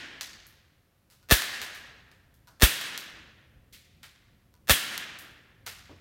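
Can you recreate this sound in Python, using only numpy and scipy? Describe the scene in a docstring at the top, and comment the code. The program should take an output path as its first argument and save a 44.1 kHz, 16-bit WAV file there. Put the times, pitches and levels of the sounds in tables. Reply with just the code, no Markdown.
"""Gas pistol in an indoor range

A gas blow-back toy pistol fires three shots close by, while an earlier shot is still dying away.
Each is a quick run of hammer and slide impacts that ring the frame, with a jet of gas and a low thump;
the hall reverberates and its far end answers. Pellets tick against distant things, the pistol clacks in
the hand, the trigger clicks, and a soft knock sounds over a faint background rumble and hiss."""
import sys
import numpy as np
from scipy import signal
from scipy.fft import rfft, irfft
from scipy.io import wavfile
from scipy.ndimage import uniform_filter1d

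SR = 44100
rng = np.random.default_rng(int(sys.argv[2]) if len(sys.argv) > 2 else 0)


def generate_wav(signal):
    """Clip the signal to [-1, 1] and save it as 16-bit WAV at the path in sys.argv[1]."""
    frames = np.transpose(np.atleast_2d(signal))
    scaled = np.clip(frames, -1, 1) * 32767
    pcm = np.round(scaled).astype(np.int16)
    wavfile.write(sys.argv[1], SR, pcm)


N = 264721
LEAD = int(.5 * SR)   # samples before time zero, to hold the earlier shot

# shots: t/s, crack level/dB, gas level/dB, barrel ring level/dB,
# thump level/dB, its first f/Hz, its final f/Hz, time constant of its fall/s
SHOTS = [(-0.42, -7.5, -9.5, -15, -17, 400, 46, .002), (1.3102, -9, -15.5, -15, -10.5, 545, 48, 0.0029),
         (2.6209, -9.5, -13, -20, -6.2, 801, 51.7, .0013),
         (4.695, -9.5, -14.5, -.5, -17, 189.6, 51.1, .0055)]
# spectrum of a small hard contact: f/Hz, spectral level/dB
TICK_SPECTRUM = [(100, -26), (300, -12.5), (600, -6.5), (1000, -2), (1500, 0), (2200, -0.5), (3000, 0.5),
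                 (4000, 1.5), (5500, -2.5), (7500, -4.5), (10500, -8), (13000, -3.5), (16000, -15)]


def mechanism(body_db=-3, shove_db=-17, shove_s=.00022, jitter_s=.0003):
    """Impact excitation: each contact rattles and shoves the pistol, which rings in its normal modes."""
    # spectrum of the rattle: f/Hz, spectral level/dB
    crack_spectrum = [(60, -13), (200, -12), (500, -3.5), (800, -3), (1400, 1.5), (2800, 0.5), (4300, -2),
                      (6000, -0.5), (8000, -4.5), (9500, 0), (10500, -10.5), (12500, -1.5), (16000, -4.5)]
    # modes of frame and slide: f/Hz, bandwidth/Hz, level/dB
    frame_modes = [(240, 69, 12.5), (450, 44, 4.5), (554, 160, 0), (677, 28, 4.5), (1130, 60, -5),
                   (1213, 100, 2), (1770, 96, 11), (1800, 60, -3), (2140, 12, 0), (2676, 80, 7.5),
                   (3390, 100, 4), (3470, 190, -1), (3680, 40, 11), (4220, 64, 7.5)]
    rattles, shoves = np.zeros((2, LEAD + N))
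    t = seconds(.02)
    push = t / shove_s * np.exp(1 - t / shove_s)
    for s, crack_db, *_ in SHOTS:
        for delay, db, t60 in firing_cycle():
            delay += jitter_s * rng.standard_normal()   # no two cycles run exactly alike
            add(rattles, s + delay, from_db(crack_db + db) * burst(t60))
            add(shoves, s + delay, from_db(crack_db + db + shove_db) * push)
    shoves = butterworth(shoves + 1e-18, 350, "high")   # so small a body radiates no deep bass
    return from_db(body_db) * resonate(colour(rattles, crack_spectrum) + shoves, frame_modes)


def firing_cycle():
    """Blow-back: the sear lets go, the hammer hits the valve, the slide scrapes, slams and rebounds."""
    sear = contacts(-.0224, gap_s=.0078, db=-32, step_db=9, t60=.022, count=3)
    hammer = contacts(.0006, gap_s=.0016, db=6.5, step_db=-.15, t60=.0037, count=2)
    rails = contacts(.0045, gap_s=.0083, db=-2, step_db=4, t60=.015, count=2)
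    slide_stop = contacts(.0095, gap_s=.0098, db=5, step_db=-9, t60=.005, count=4)
    return sear + hammer + rails + slide_stop


def gas(delay_s=.011, rise_s=.002, t60=.17):
    """Jet noise: gas hisses out as the slide flies back, and excites the resonances of the barrel."""
    # spectrum of the jet: f/Hz, spectral level/dB
    jet_spectrum = [(60, -9), (300, -4), (800, -11.5), (1550, 2), (2000, 2.5), (2800, 4), (3350, 5.5),
                    (4200, 0), (5200, -2), (7500, -4), (9000, 0), (10500, -3.5), (12500, 0.5), (16000, -4)]
    # modes of the barrel: f/Hz, bandwidth/Hz, level/dB
    barrel_modes = [(1680, 280, -2), (3300, 260, -0.5)]
    jets = np.zeros(LEAD + N)
    for s, _, gas_db, ring_db, *_ in SHOTS:
        add(jets, s + delay_s, from_db(gas_db) * resonate(burst(t60, rise_s), barrel_modes, ring_db))
    return colour(jets, jet_spectrum)


def thump(delay_s=.0083, rise_s=.0016, length_s=.022):
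    """Volume source: the expanding puff pushes the air in a few pressure swings that slow as they die."""
    out, t = np.zeros(LEAD + N), seconds(.2)
    swell = (1 - np.exp(-t / rise_s)) * np.exp(-(t / length_s) ** 2)
    for s, _, _, _, db, first_hz, final_hz, fall_s in SHOTS:
        hz = final_hz + (first_hz - final_hz) * np.exp(-t / fall_s)
        phase = 2 * np.pi * np.cumsum(hz) / SR
        add(out, s + delay_s, from_db(db) * swell * np.sin(phase))
    return out


def pellets(bass_tilt=-2.5, ricochet_t60=.0098):
    """Impact sound: a full strike sets distant metal ringing; a glancing one gives only a thin tick."""
    # full strikes: t/s, level/dB, hall send/dB, treble tilt/(dB/octave), ring level/dB, contact T60/s
    strikes = [(.2097, -26, -1, -1.7, -3, .016), (1.616, -25, .5, .2, -19, 0.01),
               (2.9767, -22, -5.5, 1.5, -10, 0.0089), (4.978, -18, -10.5, 1, -18, 0.0078)]
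    # modes of the struck metal: f/Hz, bandwidth/Hz, level/dB
    metal_modes = [(4395, 350, 2.5), (5700, 440, 4.5), (6300, 260, 3)]
    # glancing strikes: t/s, level/dB, hall send/dB, treble tilt/(dB/octave)
    ricochets = [(.467, -40.5, -2, 10), (1.4205, -19.5, -10, -2), (1.748, -38, 3, 1),
                 (2.115, -47.5, -2.5, -2.5), (2.341, -54.5, 1, 5.5), (2.8117, -24, -2, -1),
                 (5.188, -35, 1, 5.5)]
    for s, db, hall_db, treble_tilt, ring_db, t60 in strikes:
        yield s, db, hall_db, resonate(tick(t60, bass_tilt, treble_tilt), metal_modes, ring_db)
    for s, db, hall_db, treble_tilt in ricochets:
        yield s, db, hall_db, tick(ricochet_t60, bass_tilt, treble_tilt)


def handling(touch_lead_s=.003, touch_db=-15.5, dulling_per_octave_db=-7):
    """Inelastic collision: a part touches, snaps home and settles in two weaker, duller rebounds."""
    # clacks: t/s, level/dB, hall send/dB, bass and treble tilts/(dB/octave), contact T60/s
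    clacks = [(3.726, -53.5, 9.5, -23, 2, 0.039), (4.0314, -34, 2, -3.5, -1.5, 0.0057),
              (5.6644, -26.5, 2.5, -1, 1.1, 0.0085)]
    for start, snap_db, hall_db, bass_tilt, treble_tilt, t60 in clacks:
        yield start - touch_lead_s, snap_db + touch_db, hall_db, tick(t60, bass_tilt, treble_tilt)
        seating = contacts(start, gap_s=.0036, db=snap_db, step_db=-3, t60=t60, count=3)
        for k, (s, db, _) in enumerate(seating):
            yield s, db, hall_db, tick(t60, bass_tilt, treble_tilt + k * dulling_per_octave_db)


def trigger():
    """Modal ringing: the trigger creeps through its slack in fading clicks that excite its modes."""
    # pulls: t/s, first level/dB, click spacing/s, step per click/dB, hall send/dB, ring level/dB
    pulls = [(1.101, -50.5, .0115, -2.1, 4, -13), (1.2285, -55.5, .0055, -3, -13, -2),
             (2.4729, -49.5, .005, -1, -2.5, 2), (4.5403, -52, 0.012, -4.5, -11, -3.5)]
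    # modes of the trigger: f/Hz, bandwidth/Hz, level/dB
    trigger_modes = [(980, 21, 29.5), (1220, 20, 18.5), (1450, 22, 24), (4260, 360, 0), (5570, 250, 2.5)]
    for start, first_db, gap_s, step_db, hall_db, ring_db in pulls:
        for s, db, t60 in contacts(start, gap_s, first_db, step_db, t60=.0049, count=4):
            click = colour(burst(t60), TICK_SPECTRUM, bass_tilt=-2, treble_tilt=1.5)
            yield s, db, hall_db, resonate(click, trigger_modes, ring_db)


def knock(hall_db=-3):
    """Damped transient: a soft knock with its energy at low frequencies."""
    # the knock: t/s, level/dB, T60/s
    knocks = [(5.895, -47, .16)]
    # its spectrum: f/Hz, spectral level/dB
    knock_spectrum = [(40, -9), (90, 12), (170, -14), (280, 8.5), (600, -2), (1200, -5.5), (3000, -44),
                      (12000, -62)]
    for s, db, t60 in knocks:
        yield s, db, hall_db, colour(burst(t60), knock_spectrum)


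def hall(x, near_db, near_t60, tail_db, far_db, build_s=.011, far_s=.21, far_build_s=.0082):
    """Diffuse field: each band's energy scatters nearby, lingers, and swells back from the far end."""
    # reverberation of the hall: f/Hz, T60/s, tail level/dB, far-end level/dB
    reverberation = [(60, 0.71, -10.5, -26.5), (156, 2.4, -3.5, -8), (266, 1.8, -6, -9.5),
                     (453, 1.7, -13, -15), (780, 1.5, -7.5, -14), (1320, 1.3, -4.5, -9),
                     (1700, 1.305, -3.5, -8.5), (2370, 1.22, -2.5, -6.5), (3380, 1.09, -3, -10.5),
                     (5950, .85, -3.5, -12), (10200, 0.45, -3.5, -18.5), (16000, .55, -10, -29.5)]
    hz, *columns = np.transpose(reverberation)
    block = 32   # samples per step of the energy envelope
    t, starts = seconds(2)[::block], np.arange(0, len(x), block)
    late = np.maximum(t - far_s, 0)
    edges_hz = np.concatenate([np.geomspace(45, 1000, 7)[:-1], np.geomspace(1000, 17000, 19)])
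    white = rng.standard_normal((2, len(x)))
    # single reflections stand out of the wash, at the same moments in every band
    echoes_db = 2.5 * rms_one(uniform_filter1d(rng.standard_normal(len(t)), size=3))
    echoes = rms_one(from_db(echoes_db))
    near = from_db(-60 * t / near_t60) * (t > .002)
    out = np.zeros(len(x))
    for k, band in enumerate(zip(edges_hz, edges_hz[1:])):
        log_centre = np.mean(np.log(band))
        t60, band_tail_db, band_far_db = [np.interp(log_centre, np.log(hz), c) for c in columns]
        tail = from_db(-60 * t / t60) * (1 - np.exp(-t / build_s))
        far = from_db(-60 * late / t60) * np.sqrt(1 - np.exp(-late / far_build_s))
        paths = [(near_db, near), (tail_db + band_tail_db, tail), (far_db + band_far_db, far)]
        energy_decay = sum((from_db(db) * shape / np.linalg.norm(shape)) ** 2 for db, shape in paths)
        source, wash = butterworth([x + 1e-9 * white[0], white[k % 2]], band, "band")
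        source_power = np.add.reduceat(source ** 2, starts) / block
        field_power = signal.fftconvolve(source_power, energy_decay * echoes ** 2)
        envelope = np.repeat(np.sqrt(np.abs(field_power)), block)[:len(x)]
        out += envelope * rms_one(wash)
    return out


def background(crossover_hz=402, hiss_db=-63.2, waver_db=2, waver_s=.065):
    """Noise floor: a low background rumble that rises, falls and wavers under a faint, steady hiss."""
    # spectrum of the background: f/Hz, spectral level/dB
    floor_spectrum = [(15, -43), (25, -16), (59, -6), (99, -6.5), (363, -23), (476, -26.5), (560, -21.5),
                      (624, -34), (695, -25), (796, -32), (1130, -31.5), (8140, -44), (13600, -40.5),
                      (16000, -45)]
    # course of the rumble: t/s, level/dB
    rumble_levels = [(0, -62.5), (1, -69), (2, -60.5), (3.1, -64), (3.4, -58.5), (4.2, -63.5), (5.5, -62),
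                     (6, -58)]
    noises = [colour(noise, floor_spectrum) for noise in rng.standard_normal((2, LEAD + N))]
    rumble = butterworth(noises[0], crossover_hz, "low")[LEAD:]
    hiss = butterworth(noises[1], crossover_hz, "high")[LEAD:]
    t = np.arange(N) / SR
    steps = np.arange(0, t[-1], waver_s)
    waver = np.interp(t, steps, rng.standard_normal(len(steps)))
    rumble_db = np.interp(t, *np.transpose(rumble_levels)) + waver_db * waver
    return from_db(rumble_db) * rumble + from_db(hiss_db) * hiss


def contacts(start_s, gap_s, db, step_db, t60, count):
    """Impact train, evenly stepped in time and level: rows of t/s, level/dB, T60/s."""
    return [(start_s + k * gap_s, db + k * step_db, t60) for k in range(count)]


def tick(t60, bass_tilt, treble_tilt):
    """Brief impact: one small hard contact radiates a broad spectrum."""
    return colour(burst(t60, rise_s=.00032), TICK_SPECTRUM, bass_tilt, treble_tilt)


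def burst(t60, rise_s=0):
    """Exponential decay of noise with an even spectrum: a rattling contact when short, a jet when long."""
    t = seconds(.61)
    shape = from_db(-60 * t / t60) * (1 - np.exp(-(t + 1 / SR) / (rise_s + 1e-9)))
    phases = np.angle(rfft(shape * rng.standard_normal(len(t))))
    even = irfft(np.exp(1j * phases), len(t))
    rush = even * shape ** (1 / 4)   # a flat spectrum smears the burst in time: taper it
    return rush * np.linalg.norm(shape) / np.linalg.norm(rush)


def resonate(x, modes, ring_db=0):
    """Modal superposition: the sound itself plus the damped resonances it excites."""
    out = x.copy()
    for hz, width, db in modes:
        radius = np.exp(-np.pi * width / SR)
        poles = [1, -2 * radius * np.cos(2 * np.pi * hz / SR), radius ** 2]
        ring = (1 - radius ** 2) / 2 * signal.lfilter([1, 0, -1], poles, x + 1e-18)
        out += from_db(db + ring_db) * ring
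    return out


def colour(x, spectrum, bass_tilt=0, treble_tilt=0):
    """Minimum-phase filter of unit power gain; the tilts add dB per octave away from 2 kHz."""
    size = 4096
    octave = np.log2(np.maximum(np.arange(size // 2 + 1), 1) * SR / size / 2000)
    hz, db = np.transpose(spectrum)
    level_db = np.interp(octave, np.log2(hz / 2000), db)
    tilt_db = np.where(octave < 0, -bass_tilt, treble_tilt) * octave
    cepstrum = irfft(np.log(from_db(level_db + tilt_db)))
    response = irfft(np.exp(rfft(2 * cepstrum[:size // 2], size)))
    return signal.fftconvolve(x, response / np.linalg.norm(response))[:len(x)]


def butterworth(x, hz, kind):
    """Maximally flat low-, high- or band-pass filter."""
    return signal.sosfilt(signal.butter(2, hz, kind, fs=SR, output="sos"), x)


def from_db(db):
    """Level to amplitude ratio."""
    return 10 ** (np.asarray(db) / 20)


def rms_one(x):
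    """Normalisation to unit rms."""
    return x / np.sqrt(np.mean(x ** 2) + 1e-20)


def seconds(length):
    """Sampled time axis."""
    return np.arange(int(length * SR)) / SR


def add(track, s, sound):
    """Superposition at time s, on a track that begins LEAD samples before zero."""
    i = LEAD + int(round(s * SR))
    track[i:i + len(sound)] += sound[:len(track) - i]


def scene():
    """Directivity: the pistol points down the hall, so the far end answers shots more than small sounds."""
    shots = mechanism() + gas()
    direct, sent = np.zeros((2, LEAD + N))
    for s, db, hall_db, sound in [*pellets(), *handling(), *trigger(), *knock()]:
        add(direct, s, from_db(db) * sound)
        add(sent, s, from_db(db + hall_db) * sound)
    pistol = shots + thump() + hall(shots, near_db=-9, near_t60=.14, tail_db=-4, far_db=-6)
    small_sounds = direct + hall(sent, near_db=1, near_t60=.21, tail_db=3, far_db=-13.5)
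    return ((pistol + small_sounds)[LEAD:] + background())[None]


def record(dry):
    """Limiting and band limiting: a limiter rounds the highest peaks; the top treble is cut."""
    overload, cutoff_hz = .8, 16000
    rounded = overload * np.tanh(dry / overload)
    return signal.sosfilt(signal.ellip(10, .2, 80, cutoff_hz, fs=SR, output="sos"), rounded)


dry = scene()
out = record(dry)
generate_wav(out)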